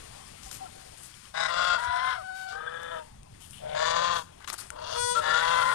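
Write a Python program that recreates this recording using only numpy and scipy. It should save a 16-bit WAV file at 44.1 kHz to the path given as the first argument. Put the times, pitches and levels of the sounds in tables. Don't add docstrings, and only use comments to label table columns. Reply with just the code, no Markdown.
import sys
import numpy as np
from scipy import signal
from scipy.io import wavfile
from scipy.ndimage import uniform_filter1d

SR = 44100
rng = np.random.default_rng(int(sys.argv[2]) if len(sys.argv) > 2 else 0)


def transcribe(u):
    v = np.clip(np.atleast_2d(u).T, -1, 1)
    q = np.round(v * 32767).astype(np.int16)
    wavfile.write(sys.argv[1], SR, q)


def attenuation_scalar(level_db):
    decades = np.asarray(level_db, float) / 20
    return 10 ** decades


N = 253134

# f/Hz, width/Hz, level/dB
PIPE_1 = [(718, 46, 0), (1068, 12.6, 4), (1578, 100, 3.5), (1619, 31, 0.5), (2005, 12, 7.5),
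          (3000, 110, -20), (3780, 170, -5.5), (5110, 130, -10), (6000, 550, -20.5), (8040, 2100, -24)]
PIPE_2 = [(626, 32.4, 2), (1055, 43, 0), (1262, 165, -0.5), (1426, 108, 1), (2020, 98, -8),
          (2736, 57, -8.5), (3426, 180, -7), (4000, 36, -10.5), (4330, 140, -14.5), (4810, 120, -11),
          (5490, 290, -19.5), (7340, 930, -23)]
PIPE_3 = [(700, 194, -15), (1430, 98, -4), (1710, 110, -9.5), (1900, 330, -17), (3330, 510, -16.5),
          (3630, 46, -13), (3940, 680, -20), (5510, 250, -21.5)]
PIPE_4 = [(512.4, 23, 6.5), (630, 170, -8.5), (915, 89, -5), (1265, 27, 7), (1690, 69, 4.5), (1720, 17, -4),
          (2360, 28, -8.5), (3070, 50, -9), (3500, 68, -6)]
PIPE_GRUNT = [(500, 29, -3.5), (630, 59, 3), (694, 81, -1), (984, 21, -11.5), (1450, 110, -19),
              (2150, 170, -21), (3340, 870, -18)]
PIPE_5 = [(567, 108, -3), (872, 23, -4), (1019.5, 26, 7), (1149, 71, 0.5), (1452, 47, 0), (1772, 33, 1),
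          (2230, 250, -12.5), (2840, 95, -8), (3450, 131, -1.5), (3940, 130, -7), (4570, 217, -6),
          (5430, 470, -15), (6620, 1960, -12)]
PIPE_GROWL = [(490, 42, 0), (630, 22, 7.5), (967.5, 65, 2.5), (1400, 260, -5), (2810, 47, -2),
              (3350, 170, -1), (4500, 1300, -5.5), (6330, 690, -11.5)]
PIPE_6 = [(556, 28.7, 2.5), (680, 160, -10.5), (1060, 190, -0.5), (1152, 80, 0.5), (1400, 60, 2),
          (1771, 8.8, 0), (1872, 34, -2), (2795, 110, -12), (3360, 105, -4), (3800, 160, -11),
          (4470, 200, -10.5), (5680, 770, -21), (7000, 380, -17), (8600, 460, -39)]
# f/Hz, density/dB
HISS = [(900, -4), (1500, -0.5), (2400, 1), (3300, -1.5), (4500, 0), (6500, -2), (7800, -2), (9000, 3.5),
        (10200, -3.5), (11500, -8), (13500, -9.5), (14900, -15)]


def evened(x):
    return x / np.sqrt(np.mean(x ** 2) + 1e-20)


def add(mix, start_s, sound):
    part = mix[round(start_s * SR):][:len(sound)]
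    part += sound[:len(part)]


def played(rows):
    s, *columns = np.transpose(rows)
    t = np.arange(s[0], s[-1], 1 / SR)
    return s[0], [np.interp(t, s, c) for c in columns]


def wander(n, size):
    return evened(uniform_filter1d(uniform_filter1d(rng.standard_normal(n), size), size))


def resonate(x, hz, width_hz):
    turn = np.exp(2j * np.pi * np.cumsum(hz * np.ones(len(x))) / SR)
    r = np.exp(-np.pi * max(width_hz, 5) / SR)
    return 2 * (turn * signal.lfilter([1 - r], [1, -r], x / turn)).real


def breath(start, length, db, hz, climb_hz, under_db, swell_s, first, last):
    climb_s, release_s, darken_s = .2, 0.063, 0.68
    fade_db_per_s, sag_per_s = 320, 1.367
    sag_lead_s = 0.05025
    t = np.arange(0, length + release_s, .005)
    after = np.maximum(t - length, 0)
    effort_db = db - under_db * np.exp(-t / swell_s) - fade_db_per_s * after
    sagging = np.maximum(t - length + sag_lead_s, 0) ** 1.5 / sag_lead_s ** .5 / 2
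    rate_hz = (hz + climb_hz * (1 - np.exp(-t / climb_s))) * (1 - sag_per_s * sagging)
    bright = np.interp(t, [0, length], [first, last]) * np.exp(-after / darken_s)
    return np.transpose([start + t, effort_db, rate_hz, bright])


def honk(rows, pipe, rough, jitter, hum_db, bulge, slide, mid_db, burst_db, throb_db):
    throb_hz = 36.05
    start, (effort_db, hz, bright) = played(rows)
    n = len(hz)
    u = np.linspace(-.5, .5, n)
    stretch = (hz / np.median(hz)) ** .8
    moved = 1 + slide * u
    bright = bright + bulge * np.cos(np.pi * u)
    turns = np.cumsum(hz * (1 + jitter * wander(n, size=330))) / SR
    uneven = attenuation_scalar(1.5 * rough * rng.standard_normal(400)[turns.astype(int)])
    pulses = sum(np.cos(2 * np.pi * k * turns - .27 * k ** 2) / (1 + (k / 28) ** 2) for k in range(1, 58))
    puffs = (.5 + np.exp(-(turns % 1) / .4)) * rng.standard_normal(n)
    drive = uneven * (np.sqrt(1 - rough) * evened(pulses) + np.sqrt(rough) * evened(puffs))
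    bursts = attenuation_scalar(.5 * burst_db * wander(n, size=260))
    throb = attenuation_scalar(throb_db * np.sin(2 * np.pi * throb_hz * u * n / SR + .4 * np.log(bursts)))
    low, high = np.zeros(n), np.zeros(n)
    for k, (f, width_hz, db) in enumerate(pipe):
        curve_hz = f * (stretch if f < 2500 else moved)
        ring = (-1) ** k * attenuation_scalar(db) * resonate(drive, curve_hz, 1.74 * width_hz)
        if 1500 < f < 2500:
            ring = ring * attenuation_scalar(mid_db * u)
        if f < 2500:
            low += resonate(ring, curve_hz, 900)
        else:
            high += resonate(ring, curve_hz, .18 * f) * (abs(bright) * bursts) ** (f / 3000)
    beak = signal.butter(6, 450, "high", fs=SR, output="sos")
    body = signal.sosfilt(beak, low + high) / np.std(low)
    hum = attenuation_scalar(hum_db) * uneven * np.sin(2 * np.pi * turns)
    return start, attenuation_scalar(effort_db) * (throb * body + hum) * signal.windows.tukey(n, .04)


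def honking():
    # t/s, length/s, effort/dB, pulse rate/Hz, climb/Hz
    calls = [
        (1.337, 0.12, -34, 162, 9.1),
        (1.48, 0.27, -33, 168.8, 12.9),
        (1.779, 0.36, -38.5, 234.5, 20.3),
        (2.499, 0.48, -46, 149.9, 21.1),
        (3.596, 0.18, -38, 144.3, 15.8),
        (3.744, 0.43, -33.5, 151.6, 25.8),
        (4.709, 0.255, -40.5, 118.3, 16),
        (5.149, 0.024, -37, 147.8, 1.1),
        (5.206, 0.42, -33, 149.6, 23),
        (5.622, .12, -36, 170.8, 3.1),
    ]
    # level under full effort/dB, swell/s, brightness at start, at end, beak hiss/dB
    openings = [(14.8, 0.022, 0.97, 1.13, -41), (6.5, 0.069, 1.05, 1.02, -22.5),
                (3.5, 0.16, 0.58, 0.89, -18), (22, 0.021, 0.6, 1.57, -37), (28, 0.037, 0.4, 0.59, -38),
                (10.3, 0.06, 1.06, 0.86, -45), (15.4, 0.12, 0.17, 1.42, -24), (14, 0.016, 2, 1.3, -2),
                (15.7, 0.031, 0.99, 0.79, -28), (9, 0.028, .45, 0.52, -37)]
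    # windpipe, roughness 0-1, rate jitter share, hum/dB
    voices = [(PIPE_1, .62, .011, -28), (PIPE_2, .62, .011, -31), (PIPE_3, .78, .02, -60),
              (PIPE_4, .67, .012, -26), (PIPE_GRUNT, .68, .02, -24), (PIPE_5, .6, .011, -27),
              (PIPE_GROWL, .82, .1, -30), (PIPE_6, .7, .02, -29), (PIPE_6, .58, .01, -29),
              (PIPE_6, .75, .02, -29)]
    # extra brightness midway, treble slide share, change at 1.5-2.5 kHz/dB, treble bursts/dB
    beaks = [(0.071, 0.044, 2.5, 1), (0.21, -0.056, -3, 1), (0, -0.057, 1, 1), (0, 0.012, 2.5, 4),
             (0.21, 0, 15, 7), (0, -0.089, -12.5, 2), (0, 0.041, 0, 2.5), (0, 0.0018, 13, 4),
             (0.077, -0.11, -13.5, 2.5), (0, 0, -3, 6)]
    throbs_db = [2.5, 1, .6, 1.5, 1, 1.8, .6, 0, .8, .8]
    mix = np.zeros(N)
    hiss = np.tile(breeze(HISS, 0, patchy_db=-2.0, flicker_db=4.5), 2)
    for call, (*opening, hiss_db), voice, beak, throb_db in zip(calls, openings, voices, beaks, throbs_db):
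        rows = breath(*call, *opening)
        add(mix, *honk(rows, *voice, *beak, throb_db))
        start, (effort_db, _, _) = played(rows)
        add(mix, start, attenuation_scalar(effort_db + hiss_db) * hiss[round(start * SR):][:len(effort_db)])
    return mix


def note(start, length, db, hz, glide_hz_per_s):
    edge_db, edge_droop, early = 19, 0.054, 0.83
    u = np.linspace(0, 1, 21)
    off = (2 * u ** early - 1) ** 2
    pitch_hz = hz * (1 - edge_droop * off) + glide_hz_per_s * length * (u - .5)
    return np.transpose([start + u * length, pitch_hz, db - edge_db * off ** 1.2])


def tone(rows, tones, waver=0.0068, flutter_db=-5.5, lock=(0, 0, 0)):
    start, (hz, level_db) = played(rows)
    t = start + np.arange(len(hz)) / SR
    lock_start_s, lock_end_s, dulling_db_per_s = lock
    slope_db = -dulling_db_per_s * abs(t - np.clip(t, lock_start_s, lock_end_s))
    turns = np.cumsum(hz * (1 + waver * wander(len(hz), size=300))) / SR
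    stack = np.zeros(len(hz))
    for k, db in tones:
        flutter = flutter_db * min(k / 4, 1) ** .5 * wander(len(hz), size=1100)
        gain = attenuation_scalar(db - tones[0][1] + k * slope_db + flutter)
        stack += gain * np.sin(2 * np.pi * k * turns + 0.132 * k ** 2)
    return start, np.sqrt(2) * attenuation_scalar(level_db) * stack * signal.windows.tukey(len(hz), .1)


def clear_calls():
    # t/s, f/Hz, level/dB
    drone = [(1.77, 960, -34), (1.8, 965, -39), (2.1, 1039, -36.5), (2.148, 1018, -44), (2.165, 1040, -62)]
    last_drone = [(5.419, 993.5, -39), (5.551, 1009, -35.5), (5.74, 1028, -32)]
    whine = [(1.78, 678, -49), (1.95, 708, -39), (2.2, 745, -47.5), (2.524, 761, -48), (2.62, 811, -55)]
    moan = [(3.605, 616, -53), (3.64, 626, -50), (3.75, 630, -43), (3.9, 641, -39.5), (4.03, 610, -43),
            (4.08, 610, -74)]
    bugle = [(4.92, 472, -58), (4.955, 478, -45.5), (4.99, 484.6, -41), (5.06, 488, -41.5),
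             (5.12, 489.2, -40.5), (5.15, 492, -44), (5.18, 475, -45.5), (5.21, 461, -38)]
    chirp = [(5.146, 1303, -52), (5.156, 1324, -35), (5.172, 1370, -30), (5.183, 1372, -28),
             (5.196, 1334, -34), (5.212, 1270, -43)]
    # t/s, f/Hz, level/dB
    ringing = [
        [(1.545, 1440, -50), (1.57, 1441, -42), (1.66, 1450, -40), (1.685, 1460, -52)],
        [(1.685, 1372, -46), (1.705, 1387, -35), (1.722, 1400, -33.5), (1.74, 1450, -35), (1.765, 1450, -35),
         (1.78, 1420, -50)],
        [(2.52, 1502, -50), (2.55, 1521, -47), (2.64, 1585, -56), (2.74, 1632, -52), (2.79, 1672, -53)],
        [(5.29, 1363, -42), (5.32, 1380, -33.5), (5.36, 1400, -31), (5.385, 1430, -33), (5.4, 1420, -46)],
        [(5.385, 1490, -50), (5.41, 1515, -37), (5.44, 1535, -48)],
        [(5.6, 1394, -40), (5.632, 1396, -34), (5.648, 1400, -46)],
        [(5.67, 1410, -43), (5.69, 1423, -36), (5.72, 1400, -43), (5.74, 1400, -37)],
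    ]
    # multiple of pitch, level/dB
    drone_tones = [(1, 10.5), (2, -2), (3.009, -18), (4.01, -13.5)]
    whine_tones = [(1, 7), (2, 5.5), (3, -9), (4, -10.5), (5, -9.5), (6, -8), (7, -26), (8, -40), (9, -43),
                   (10, -19)]
    hoarse_whine_tones = [(1, 9), (2, 10), (3, 2), (4, -18), (5, -16)]
    bugle_tones = [(1, -2.5), (2, -1.5), (3, -7), (4, -15.5), (5, -20), (6, -17), (7, -8.5), (8, -16.5),
                   (9, -12), (10, -12.5), (11, -15), (12, -12), (13, -14), (14, -15.5), (15, -25),
                   (16, -18), (17, -4.5), (18, -7), (19, -13), (20, -18), (21, -15), (22, -15), (23, -25),
                   (24, -40), (25, -36), (26, -21)]
    closing_tones = [(1, 0), (1.5, 0), (2, -6), (2.749, -24.5)]
    pure = [(0.98, 0)]
    # t/s, length/s, peak/dB, f/Hz, glide/(Hz/s)
    peeps = [(0.458, 0.035, -56, 790, 0), (0.505, 0.03, -60, 780, 0), (0.652, 0.025, -57, 1400, -3000),
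             (0.6, 0.078, -46, 772, -700), (0.677, 0.28, -63.5, 780, -30), (4.948, 0.038, -44, 1330, 300),
             (5.139, 0.158, -42.5, 617, -500), (5.547, 0.1, -44, 1380, -100), (5.67, 0.1, -39, 1510, 0),
             (2.664, 0.028, -40, 1610, 2), (2.754, 0.04, -50, 1660, 2), (2.668, 0.03, -52, 3520, 0),
             (2.755, .03, -54, 3480, 0), (1.85, .17, -57, 3600, 700), (2.031, .12, -55, 3860, 500)]
    yelps = [
        (2.14, 0.09, -50, 685, -2000),
        (2.465, 0.079, -50.5, 713, -10),
        (2.89, 0.16, -50, 648, -350),
    ]
    mix = np.zeros(N)
    for rows in (drone, last_drone):
        add(mix, *tone(rows, drone_tones, waver=0.0143, flutter_db=3.0))
    for rows in (whine, note(*yelps[1])):
        add(mix, *tone(rows, whine_tones, flutter_db=3.5, lock=(2.4, 2.5, 11)))
    add(mix, *tone(note(*yelps[-1]), closing_tones, waver=0.011))
    add(mix, *tone(note(*yelps[0]), hoarse_whine_tones, waver=0.0076))
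    add(mix, *tone(bugle, bugle_tones, waver=.001, flutter_db=2.0, lock=(5.0, 5.13, 22)))
    add(mix, *tone(moan, pure, waver=.035, flutter_db=4))
    for peep in peeps:
        add(mix, *tone(note(*peep), pure, waver=.007, flutter_db=2.4))
    add(mix, *tone(chirp, [(1, 0), (2, -26)], waver=.002, flutter_db=.5))
    for rows in ringing:
        add(mix, *tone(rows, [(1, 0)], waver=.006, flutter_db=3))
    return mix


def geese():
    calls = honking() + clear_calls()
    t = np.arange(SR // 2) / SR
    echoes = rng.choice([-1., 1.], len(t)) * (rng.random(len(t)) < .03) * (t > .008)
    echoes *= attenuation_scalar(-60 * t / .2) + attenuation_scalar(-13 - 60 * t / .7)
    return calls + attenuation_scalar(-17) * signal.oaconvolve(calls, echoes / np.linalg.norm(echoes))[:N]


def scuffs():
    # t/s, level/dB, length/s, centre f/Hz, width/Hz
    drags = [(0.422, -54.5, 0.09, 7000, 5200), (0.51, -47, 0.065, 8500, 7000),
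             (0.961, -58, 0.12, 8900, 2500), (1.03, -53, 0.048, 9050, 4800),
             (2.345, -55.5, 0.11, 5900, 10000), (2.479, -55, 0.076, 4100, 3300),
             (3.4, -56.5, 0.084, 9200, 5000), (3.4, -63, .075, 3000, 700), (3.34, -66, 0.027, 1700, 600),
             (1.245, -66, 0.037, 1150, 420), (3.491, -57, 0.1, 9550, 2500), (3.522, -58, 0.098, 2980, 810),
             (4.383, -73, 0.065, 2980, 890), (4.406, -60.5, 0.049, 1320, 900),
             (4.13, -51.5, 0.1, 7200, 6000), (4.6, -60, 0.01, 2960, 4170),
             (4.443, -48.5, 0.0075, 2000, 3000), (4.499, -52, 0.023, 3300, 6900),
             (4.547, -56, 0.028, 3500, 8400), (4.4745, -43.5, 0.033, 3020, 8900),
             (4.527, -40.5, 0.018, 8700, 4000), (4.527, -45.5, 0.021, 610, 1180),
             (4.578, -46, 0.042, 9400, 3500), (4.579, -51, 0.033, 4700, 1500),
             (4.576, -56.5, 0.079, 1100, 1100), (4.62, -60.5, 0.11, 8700, 2200),
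             (4.608, -56, 0.037, 6000, 6100)]
    mix = np.zeros(N)
    for s, db, length, hz, width_hz in drags:
        t = np.arange(0, 2 * length, 1 / SR)
        grit = rng.standard_normal(SR // 3)[:len(t)] * attenuation_scalar(2.3 * wander(SR // 3, size=40)[:len(t)])
        shape = np.minimum(t / length ** 2, 1) / (1 + (t / length) ** 6)
        grit = resonate(resonate(grit, hz, width_hz), hz, 2.0 * width_hz)
        add(mix, s, attenuation_scalar(db) * shape * evened(grit))
    return mix


def snaps():
    # t/s, peak/dB, ring f/Hz, ring share
    cracks = [(0.434, -33, 6000, 0.71), (0.514, -28, 1400, 0.35), (2.833, -32, 7000, 0.091),
              (3.232, -43.5, 8735, 1.4), (3.509, -35, 9400, 1.5), (4.405, -43.5, 1110, 5),
              (4.4245, -43, 2000, 2), (4.444, -44, 2400, 1.2), (4.4764, -30, 1090, 2.5),
              (4.5014, -17.5, 1210, 0.45), (4.525, -39, 8000, .5), (4.7037, -27, 1400, 1.4),
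              (1.141, -41.5, 3270, 2.5), (1.255, -41, 3000, 2.5), (4.484, -36, 1400, 6),
              (4.521, -41, 1250, 6), (4.589, -39, 1400, 4), (4.502, -36, 1300, 2.3),
              (4.541, -32.5, 1400, 4), (4.611, -34, 4500, .8), (4.7038, -35, 9240, 5.1)]
    mix, t = np.zeros(N), np.arange(600) / SR
    for s, db, hz, ring in cracks:
        crack = rng.standard_normal(len(t)) * (np.exp(-t / .00015) + .1 * np.exp(-t / .003)) + 3 * (t == 0)
        crack = resonate(resonate(crack, 5000, 7000), 5000, 9000)
        snap = evened(crack) + ring * evened(resonate(crack, hz, 170))
        add(mix, s, attenuation_scalar(db) * snap / abs(snap).max())
    return mix


def feet():
    return signal.sosfilt(signal.butter(3, 420, "high", fs=SR, output="sos"), scuffs() + snaps())


def breeze(spectrum, level_db, patchy_db, flicker_db):
    frames, hz = N // 256 + 5, np.fft.rfftfreq(1024, 1 / SR)
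    a, b, patches = rng.standard_normal((frames, 513, 3)).T
    patches = evened(uniform_filter1d(uniform_filter1d(patches, 10, 0), 10, 1))
    f, db = np.transpose(spectrum)
    colour_db = np.interp(np.log(hz + 1), np.log(f + 1), db, left=-90, right=-90)
    z = (a + 1j * b) * attenuation_scalar(colour_db[:, None] + patchy_db * patches + flicker_db * wander(frames, size=3))
    return attenuation_scalar(level_db) * evened(signal.istft(z, nperseg=1024, noverlap=768)[1][:N])


def level_curve(rows):
    return np.interp(np.arange(N) / SR, *np.transpose(rows))


def rustle():
    # t/s, level/dB
    stirs = [(0, -56.5), (.9, -58), (1.29, -58.5), (1.325, -63), (2.2, -61), (2.6, -65.5), (3.0, -62),
             (3.22, -70), (3.4, -64.5), (3.7, -62), (4.3, -68), (4.65, -60), (4.8, -70.5), (4.98, -48.5),
             (5.02, -62), (5.12, -66), (5.16, -55.5), (5.74, -46.5)]
    return breeze(HISS, level_curve(stirs) + 10, patchy_db=.8, flicker_db=.6)


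def murmur():
    # f/Hz, density/dB
    colour = [(120, -14), (200, -3.5), (515, 0), (678, 1.5), (1010, -3), (1120, -2.5), (1530, -13),
              (3500, -8.5), (4550, -62), (7700, -120)]
    # t/s, level/dB
    swells = [(0, -49), (.55, -50.5), (.75, -53), (1.3, -58.5), (2.3, -58.5), (3.0, -51.5), (3.2, -60),
              (3.6, -55), (4.3, -54), (4.6, -55), (4.95, -53.5), (5.01, -58), (5.13, -58), (5.2, -47.5),
              (5.74, -51)]
    return breeze(colour, level_curve(swells), patchy_db=2.5, flicker_db=.7)


def wind():
    # f/Hz, density/dB
    colour = [(12, -34), (20, -8.5), (59, 4), (81, -0.5), (124, 1), (155, -19.5), (193, 7.5), (300, -51.5),
              (390, -56), (660, -120)]
    # t/s, level/dB
    gusts = [(0, -53.5), (1.3, -58), (1.8, -53.5), (2.4, -59), (3.0, -54.5), (4.1, -51.5), (4.3, -58),
             (4.701, -54), (5.13, -52), (5.74, -51.5)]
    return breeze(colour, level_curve(gusts), patchy_db=1.5, flicker_db=0.7)


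def bumps():
    # t/s, peak/dB, f/Hz
    pushes = [
        (0.439, -42, 52),
        (1.689, -47, 39.3),
        (1.866, -38.5, 83.6),
        (5.022, -41.5, 102),
    ]
    mix, t = np.zeros(N), np.arange(0, .05, 1 / SR)
    for s, db, hz in pushes:
        add(mix, s, attenuation_scalar(db) * np.hanning(len(t)) * np.sin(2 * np.pi * hz * t))
    return mix


def scene():
    air = rustle() + murmur() + wind() + bumps()
    return np.tile(attenuation_scalar(9.5) * (geese() + feet()) + air, (2, 1))


def masked(x):
    mask_db, mask_hz = -48, 8500
    hz, _, z = signal.stft(x, SR, nperseg=1024, noverlap=768)
    power = uniform_filter1d(uniform_filter1d(abs(z[0]) ** 2, size=4, axis=0), size=5, axis=1)
    streaks = rng.standard_normal(power.T.shape)
    streaks = evened(uniform_filter1d(uniform_filter1d(streaks, size=9, axis=0), size=5, axis=1)).T
    limit = uniform_filter1d(power.max(0), size=12) * attenuation_scalar(2 * mask_db)
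    faint = (power * attenuation_scalar(10 * streaks) < limit) & (hz[:, None] > mask_hz)
    return signal.istft(z * np.where(faint, .03, 1), SR, nperseg=1024, noverlap=768)[1][:, :N]


def band_limit(x):
    return signal.sosfilt(signal.butter(12, 15060, fs=SR, output="sos"), x)


def record(dry):
    delay, muffle_hz, droop_hz, edge_hz = 24, 310, 11900, 14400
    keep = np.exp(-2 * np.pi * muffle_hz / SR)
    late = np.append(np.zeros(delay), dry[1, :-delay])
    ports = np.array([dry[0], signal.lfilter([1 - keep], [1, -keep], late)])
    ports = signal.sosfilt(signal.butter(3, droop_hz, fs=SR, output="sos"), ports)
    edge = signal.firwin(401, edge_hz, window=("kaiser", 8), fs=SR)
    ports = signal.oaconvolve(ports, edge[None], "same", axes=1)
    return band_limit(masked(ports))


dry = scene()
out = record(dry)
transcribe(out)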